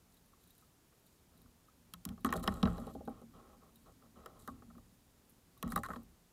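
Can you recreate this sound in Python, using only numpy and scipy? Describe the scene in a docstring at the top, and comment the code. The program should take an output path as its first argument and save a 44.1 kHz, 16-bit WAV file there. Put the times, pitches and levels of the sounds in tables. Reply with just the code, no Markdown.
"""A fish is swung aboard a plastic kayak and thrashes; the microphone sits in a sealed case fixed to the hull.
0-2 s: preamplifier hiss, a faint whine and hull hum, with sparse droplets, thin spray and light deck taps.
2-3.3 s: first thrash. Knocks ring deck, wall and case as decaying sines, thumps boom, slips rub the hull.
3.3-5.5 s: weaker rubbing, stray knocks and droplets. 5.6-6 s: second thrash, then hum and hiss remain.
Knocks and rubbing arrive through the plastic; splashing at the side is only faint, high filtered noise."""
import sys
import numpy as np
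from scipy import signal
from scipy.io import wavfile
from scipy.ndimage import uniform_filter1d

SR = 44100
rng = np.random.default_rng(int(sys.argv[2]) if len(sys.argv) > 2 else 0)


def ratio_of_db(decibels):
    """Turn decibels (scalar or array-like) into linear amplitude factors; 0 dB maps to 1."""
    return 10 ** (np.asarray(decibels, float) / 20)


def dump(signal):
    """Clip the signal to [-1, 1] and save it as 16-bit WAV at the path in sys.argv[1]."""
    limited = np.clip(np.atleast_2d(signal).T, -1, 1)
    pcm = np.round(limited * 32767).astype(np.int16)
    wavfile.write(sys.argv[1], SR, pcm)


N = 278712  # samples


def evened(x):
    """Scales to rms 1."""
    return x / np.sqrt(np.mean(x ** 2) + 1e-20)


def peaked(x):
    """Scales to peak 1."""
    return x / abs(x).max()


def coloured(x, points):
    """Filters to a tabled spectrum at minimum phase: nothing sounds ahead of its cause."""
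    f, db = np.transpose(points)
    hz = abs(np.fft.fftfreq(4096, 1 / SR))
    gain_db = np.interp(np.log(hz + 1), np.log(f + 1), db)
    spectrum = np.exp(np.conj(signal.hilbert(np.log(ratio_of_db(gain_db)))))
    taps = np.fft.ifft(spectrum).real[:2048]
    return signal.oaconvolve(x, taps)[:len(x)]


def ring(modes, seconds, near_hz=None, db_per_octave=0):
    """Tap response of one part: dying sines that swell over their first cycles, favouring near_hz if given."""
    t = np.arange(round(seconds * SR)) / SR
    out = np.zeros(len(t))
    for hz, db, t60_s in modes:
        away_db = db_per_octave * abs(np.log2(hz / (near_hz or hz)))
        decay_db = 60 * t / max(t60_s, 0.004)
        swell = 1 - np.exp(-(t * hz / 0.99) ** 2)
        out += ratio_of_db(db - away_db - decay_db) * swell * np.sin(2 * np.pi * hz * t)
    return out


def blow(contact_s, impact=0.4):
    """Force of one blow: a first impact, then the soft body chatters while it stays in contact."""
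    t = np.arange(2048) / SR
    force = rng.standard_normal(2048) * np.exp(-t / contact_s)
    force[0] = impact * np.linalg.norm(force)
    return force


def add(mix, s, db, force, body):
    """Adds a force played through a body at the given peak level."""
    sound = signal.fftconvolve(force, body)
    part = mix[round(s * SR):][:len(sound)]
    part += ratio_of_db(db) * peaked(sound)[:len(part)]


def stirred(force, body):
    """Steady force through a body of unit energy, which keeps the power of a white force."""
    return signal.oaconvolve(force, body / np.linalg.norm(body))[:N]


def grains(per_s, spread_db):
    """Random clicks, a few of them large."""
    hits = rng.random(N) < per_s / SR
    size_db = spread_db * np.minimum(rng.exponential(1, N), 4)
    return rng.standard_normal(N) * hits * ratio_of_db(size_db)


def strokes(rows, trail_db, edge_s):
    """Gain of strokes that change by trail_db from start to end, edges smoothed by a one-pole filter."""
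    t = np.arange(N) / SR
    gain = np.zeros(N)
    for start_s, end_s, db in rows:
        level_db = np.interp(t, [start_s, end_s], [db, db + trail_db])
        gain += ratio_of_db(level_db) * (t > start_s) * (t < end_s)
    keep = np.exp(-1 / (edge_s * SR))
    return signal.lfilter([1 - keep], [1, -keep], gain)


# Preamplifier noise spectrum: (frequency [Hz], relative density [dB per Hz])
HISS_COLOUR = [(12, -34), (20, -4), (132, -2.5), (165, -4.5), (218, -6.5), (460, -9.5), (544, -12.5),
               (802, -14), (1090, -15.5), (1440, -18), (2180, -21), (15200, -23)]
HISS_RMS_DB = -69


def preamplifier_hiss():
    """Steady noise of the preamplifier, falling toward the treble."""
    return ratio_of_db(HISS_RMS_DB) * evened(coloured(rng.standard_normal(N), HISS_COLOUR))


def electrical_whine():
    """Faint steady sine of electrical origin."""
    whine_hz, peak_db = 6820, -89.5
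    return ratio_of_db(peak_db) * np.sin(2 * np.pi * whine_hz * np.arange(N) / SR)


# Hull boom modes: (frequency [Hz], relative level [dB], t60 [s])
BOOM_MODES = [(175.7, -5.5, 0.23), (198.9, 2, 0.096), (232.3, 2, .12), (261.4, -4.5, 0.14), (308, -7, 0.12)]
# Deep sway modes: (frequency [Hz], relative level [dB], t60 [s])
SWAY_MODES = [(42.3, -6.5, 0.68), (71.4, 1, 0.28), (110.7, -5, 0.35), (124, -9.5, 0.27)]
# Rocking and flexing of the boat: (time [s], hull hum level [dB])
ROCKING = [(0, -73.5), (1.0, -82.5), (1.15, -75), (1.28, -77), (1.4, -65.5), (1.6, -80.5), (2.0, -70),
           (2.41, -48), (2.96, -54), (3.25, -62.5), (3.7, -69.5), (4.1, -68.5), (4.35, -64), (4.7, -63.5),
           (5.1, -80), (5.55, -70.5), (5.75, -64), (5.84, -59), (5.95, -57), (6.07, -69), (6.32, -87)]
EVEN_DB, SWAY_DB_PER_HUM_DB = -73.5, 0.78  # sway equals hum at EVEN_DB


def rocking():
    """The moving boat keeps its low modes stirred; the deep sway follows part of the hum's level changes."""
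    hum_db = np.interp(np.arange(N) / SR, *np.transpose(ROCKING))
    sway_db = EVEN_DB + SWAY_DB_PER_HUM_DB * (hum_db - EVEN_DB)
    hum = stirred(rng.standard_normal(N) * ratio_of_db(hum_db), ring(BOOM_MODES, 0.5))
    sway = stirred(rng.standard_normal(N) * ratio_of_db(sway_db), ring(SWAY_MODES, 1.0))
    return hum + sway


# Spray spectrum: (frequency [Hz], relative density [dB per Hz])
SPRAY_COLOUR = [(2200, -32), (3900, -1.5), (5300, -13), (7500, -2.5), (9400, -5.5), (12500, -3.5),
                (15200, -14.5)]
# Showers of spray: (start [s], end [s], start level [dB])
SHOWERS = [(.1, .2, -76), (.4, .66, -74), (1.05, 1.2, -77.5), (2.25, 2.28, -55.5), (2.33, 2.41, -63.5),
           (2.356, 2.37, -48), (2.426, 2.445, -47.5), (2.45, 2.62, -63.5), (2.63, 2.96, -67),
           (3.78, 3.95, -76.5), (4.39, 4.52, -67.5), (5.68, 5.7, -66), (5.703, 5.74, -57.5),
           (5.76, 5.8, -58), (5.835, 5.87, -61), (5.885, 5.975, -64.5)]


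def spray():
    """Fine fizz in uneven patches of pitch, thickened by millisecond clumps of droplets."""
    puff = np.exp(-np.arange(1500) / (0.0015 * SR))
    droplets = abs(grains(200, spread_db=4.5))
    clumps = 1.23 + evened(signal.oaconvolve(droplets, puff)[:N])
    noise = coloured(rng.standard_normal(N + 512), SPRAY_COLOUR)
    z = signal.stft(noise, nperseg=256)[2]
    patches = uniform_filter1d(rng.standard_normal(z.shape), size=8, axis=0)  # over frequency
    patches = evened(uniform_filter1d(patches, size=10, axis=1))  # over time
    fizz = evened(signal.istft(z * ratio_of_db(1.2 * patches), nperseg=256)[1][:N])
    return evened(clumps * fizz) * strokes(SHOWERS, trail_db=-5, edge_s=0.003)


# Case modes: (frequency [Hz], relative level [dB], t60 [s], at least 0.004 when rung)
CASE_MODES = [(2500, -41, .02), (3225, 14.5, 0.0033), (3828, 1, 0.016), (5320, -14, 0.023),
              (5730, -3, 0.0057)]
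# Single droplets: (time [s], puff peak [dB], case ring peak [dB])
DROPLETS = [(0.1416, -50, -75), (0.168, -53, -67.5), (0.2588, -56, -73.5), (0.4394, -55, -72),
            (0.4733, -51.5, -69), (0.5048, -50, -64.5), (0.5801, -49, -70), (0.6094, -54, -75),
            (0.9956, -57, -84), (1.0645, -50, -70), (1.3748, -54, -71), (1.4167, -52, -68),
            (2.2074, -52, -70), (2.3954, -40, -60), (3.052, -51, -67), (3.093, -51, -73), (3.757, -46, -61),
            (5.295, -51, -89), (5.3027, -49.5, -90), (5.32, -57, -89), (5.576, -50.5, -66.5),
            (5.701, -42, -58), (5.7581, -31, -46), (6.032, -50, -86)]


def drops():
    """Each droplet is a thin high puff that also touches the ring of the case."""
    out = np.zeros(N)
    thin = signal.firwin(65, 8500, pass_zero=False, fs=SR)
    case = ring(CASE_MODES, 0.1, near_hz=3900, db_per_octave=80)
    for s, puff_db, case_db in DROPLETS:
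        add(out, s, puff_db, blow(0.0038), thin)
        add(out, s, case_db, blow(0.0083), case)
    return out


# Deck modes: (frequency [Hz], relative level [dB], t60 [s])
DECK_MODES = [(1117, 13.5, 0.038), (1183, -4.5, 0.067), (1208, 16.5, 0.023), (1273, 8.5, 0.042),
              (1260, -15.5, 0.01)]
# Drips and light taps: (time [s], peak [dB], favoured frequency [Hz])
DRIPS = [(0.331, -59, 1180), (0.6236, -61, 1360), (0.924, -66, 1410), (1.458, -61, 1390),
         (1.682, -59, 1330), (4.483, -38, 1070), (5.568, -62, 1100)]


def drips():
    """A drop of water or a piece of tackle taps the deck softly, favouring modes near its pitch."""
    out = np.zeros(N)
    for s, db, hz in DRIPS:
        add(out, s, db, blow(0.0072), ring(DECK_MODES, 0.2, hz, db_per_octave=71))
    return out


# Deck overtones: (frequency [Hz], relative level [dB], t60 [s])
OVERTONE_MODES = [(1514, 9.5, 0.016), (1620, -22, 0.015), (1724, 16.5, 0.011), (1833, 4, 0.041)]
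# Side wall modes: (frequency [Hz], relative level [dB], t60 [s])
WALL_MODES = [(391, -2.5, 0.086), (449.2, 9.5, 0.044), (506, 5, 0.054), (552, -10.5, 0.19),
              (632.4, 4, 0.061), (787.4, -3.5, 0.11), (811, -5.5, 0.13)]
# Things dragging over the hull: (start [s], end [s], start level [dB])
RUBS = [(1.3, 1.5, -75), (2.06, 2.13, -58), (2.27, 2.41, -45.5), (2.42, 2.62, -46), (2.64, 2.91, -48.5),
        (2.95, 3.05, -66), (3.09, 3.23, -59.5), (3.33, 3.56, -59.5), (3.6, 3.7, -64.5), (3.85, 3.92, -62.5),
        (4.01, 4.06, -62.5), (4.15, 4.25, -58.5), (4.27, 4.47, -62.5), (4.5, 4.6, -66.5), (5.64, 5.8, -52),
        (5.87, 6.02, -58.5)]


def rubbing():
    """Small random slips excite deck, overtones, walls and case."""
    slips = evened(grains(2500, spread_db=2.5)) * strokes(RUBS, trail_db=-8.5, edge_s=0.0066)
    body = ring(DECK_MODES, 0.2) + ratio_of_db(-7.5) * ring(OVERTONE_MODES, 0.2)
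    body += ratio_of_db(8.5) * ring(WALL_MODES, 0.2) + ratio_of_db(-0.5) * ring(CASE_MODES, 0.2)
    return stirred(slips, body)


# Weight landing on the hull: (time [s], boom peak [dB], favoured frequency [Hz])
THUMPS = [(1.354, -55.5, 207), (1.937, -50.5, 169), (2.061, -34, 195), (2.098, -39.5, 206),
          (2.245, -26.5, 256), (2.299, -34, 242), (2.35, -34, 177), (2.41, -38.5, 248), (2.477, -28, 204),
          (2.63, -18, 208), (2.656, -31, 200), (2.69, -34.5, 185), (2.791, -38, 221), (2.875, -42, 257),
          (2.958, -40, 260), (3.072, -34.5, 264), (3.232, -49.5, 233), (4.17, -51.5, 181),
          (4.484, -41, 243), (4.518, -45.5, 263), (4.624, -49.5, 218), (4.68, -52, 231),
          (4.765, -48.5, 231), (5.637, -31, 188), (5.658, -36.5, 224), (5.687, -41.5, 237),
          (5.731, -34.5, 188), (5.766, -30.5, 208), (5.783, -50, 256), (5.898, -38.5, 200),
          (5.962, -42, 222)]
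SWAY_DB, MIDDLE_HZ, SWAY_DB_PER_OCTAVE = -12.5, 211, -12  # SWAY_DB: relative to boom, at MIDDLE_HZ


def thumps():
    """A softer, longer push sets the hull booming; the deeper the thump, the more it sways the boat."""
    out, sway = np.zeros(N), ring(SWAY_MODES, 0.8)
    for s, db, hz in THUMPS:
        boom = ring(BOOM_MODES, 0.5, hz, db_per_octave=33)
        sway_db = db + SWAY_DB + SWAY_DB_PER_OCTAVE * np.log2(hz / MIDDLE_HZ)
        add(out, s, db, blow(0.0071, impact=0.79), boom)
        add(out, s, sway_db, blow(0.0027, impact=0.5), sway)
    return out


# Bare tick spectrum: (frequency [Hz], relative density [dB per Hz])
TICK_COLOUR = [(1180, -35), (2000, -27), (4020, -15), (7320, -10.5), (7920, -12.5), (11200, -7),
               (14700, -10), (15600, -10), (16500, -19.5)]
# Knocks of fish and tackle, peak of each part ahead of the mount:
# (time [s], deck [dB], side wall [dB], case [dB], bare tick [dB])
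KNOCKS = [(1.937, -46.5, -63, -39.5, -34), (2.052, -48, -55, -43.5, -28.5), (2.0894, -53, -66, -44, -43.5),
          (2.1769, -55, -55.5, -71, -73), (2.2468, -24, -33, -35, -27), (2.263, -30.5, -41, -48, -62),
          (2.2894, -37.5, -51, -46, -70), (2.3044, -50, -59, -52, -43.5),
          (2.3257, -22.5, -42.5, -42, -30.5), (2.3372, -36, -35.5, -42, -36.5), (2.354, -37, -32, -59, -53),
          (2.3748, -41.5, -52, -52, -44), (2.439, -39.5, -41, -51, -41), (2.476, -21, -30.5, -24.5, -33),
          (2.523, -41.5, -42, -56, -56), (2.6288, -28, -28, -29.5, -41.5),
          (2.6548, -31.5, -32.5, -36, -64.5), (2.6738, -34, -36, -49, -51), (2.7807, -46, -39, -52.5, -51),
          (2.8688, -58, -37.5, -56, -66), (2.95, -55, -38.5, -64, -73), (3.0059, -68, -42, -72, -67),
          (3.076, -42, -32.5, -60, -58), (3.2159, -74, -49, -72, -57), (4.2597, -41.5, -46, -50.5, -42),
          (4.4762, -38.5, -47, -53, -41), (4.6218, -52, -55.5, -74, -76), (4.7013, -58, -61, -80, -77),
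          (4.7506, -59, -64, -76, -73), (4.779, -54.5, -58.5, -78, -61), (5.6271, -35.5, -42, -37, -31.5),
          (5.6778, -51, -66, -58, -45.5), (5.7206, -35, -51, -58, -32.5), (5.7606, -23.5, -33, -47, -29.5),
          (5.7756, -29.5, -36.5, -45.5, -40), (5.834, -34, -60.5, -50.5, -39), (5.8441, -37, -61, -58, -59),
          (5.8532, -35.5, -52, -56, -55), (5.861, -44, -64, -53, -60), (5.886, -39, -42.5, -62, -49),
          (5.9032, -32.5, -43, -68, -68), (5.9136, -42, -66, -67, -60), (5.9336, -38.5, -54, -56, -59),
          (5.9596, -39.5, -46, -52.5, -60)]
# Overtones: level re deck [dB], loss near the wall [dB per dB], gain with sharpness [dB per dB]
OVERTONE_DB, DULL_NEAR_WALL, BRIGHT_WHEN_SHARP = -12.5, 0.46, 0.18


def knocks():
    """Every blow sets off each part of the boat by its own amount."""
    out = np.zeros(N)
    tick = coloured(signal.unit_impulse(1024), TICK_COLOUR)
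    # (response, contact [s], share of the first impact)
    parts = [(ring(DECK_MODES, 0.2), 0.005, 0.4), (ring(OVERTONE_MODES, 0.2), 0.004, 0.4),
             (ring(WALL_MODES, 0.3), 0.0045, 1.3), (ring(CASE_MODES, 0.1), 0.002, 0.4), (tick, 0.002, 0.3)]
    for s, deck_db, wall_db, case_db, tick_db in KNOCKS:
        sharp_db = max(case_db, tick_db) - deck_db
        near_wall_db = wall_db - deck_db
        over_db = deck_db + OVERTONE_DB - DULL_NEAR_WALL * near_wall_db + BRIGHT_WHEN_SHARP * sharp_db
        levels_db = (deck_db, over_db, wall_db, case_db, tick_db)
        for db, (body, contact_s, impact) in zip(levels_db, parts):
            add(out, s, db, blow(contact_s, impact), body)
    return out


# The mount passes little here: (frequency [Hz], width [Hz])
MOUNT_DIPS = [(143, 28), (320, 13), (945, 105), (2130, 68)]


def scene():
    """Sums all that reaches the microphone and notches it as the mount does."""
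    mix = rocking() + spray() + drops() + drips() + rubbing() + thumps() + knocks()
    for hz, width_hz in MOUNT_DIPS:
        mix = signal.lfilter(*signal.iirnotch(hz, hz / width_hz, SR), mix)
    return mix[None]


def roll_off(x):
    """The treble ends steeply here."""
    return signal.sosfilt(signal.butter(12, 16630, fs=SR, output="sos"), x)


def record(dry):
    """Adds preamplifier hiss and electrical whine, then limits the band steeply."""
    noisy = dry + preamplifier_hiss() + electrical_whine()
    band_limit = signal.butter(14, 15300, fs=SR, output="sos")
    mix = signal.sosfilt(band_limit, noisy)
    return roll_off(mix)


dry = scene()
out = record(dry)
dump(out)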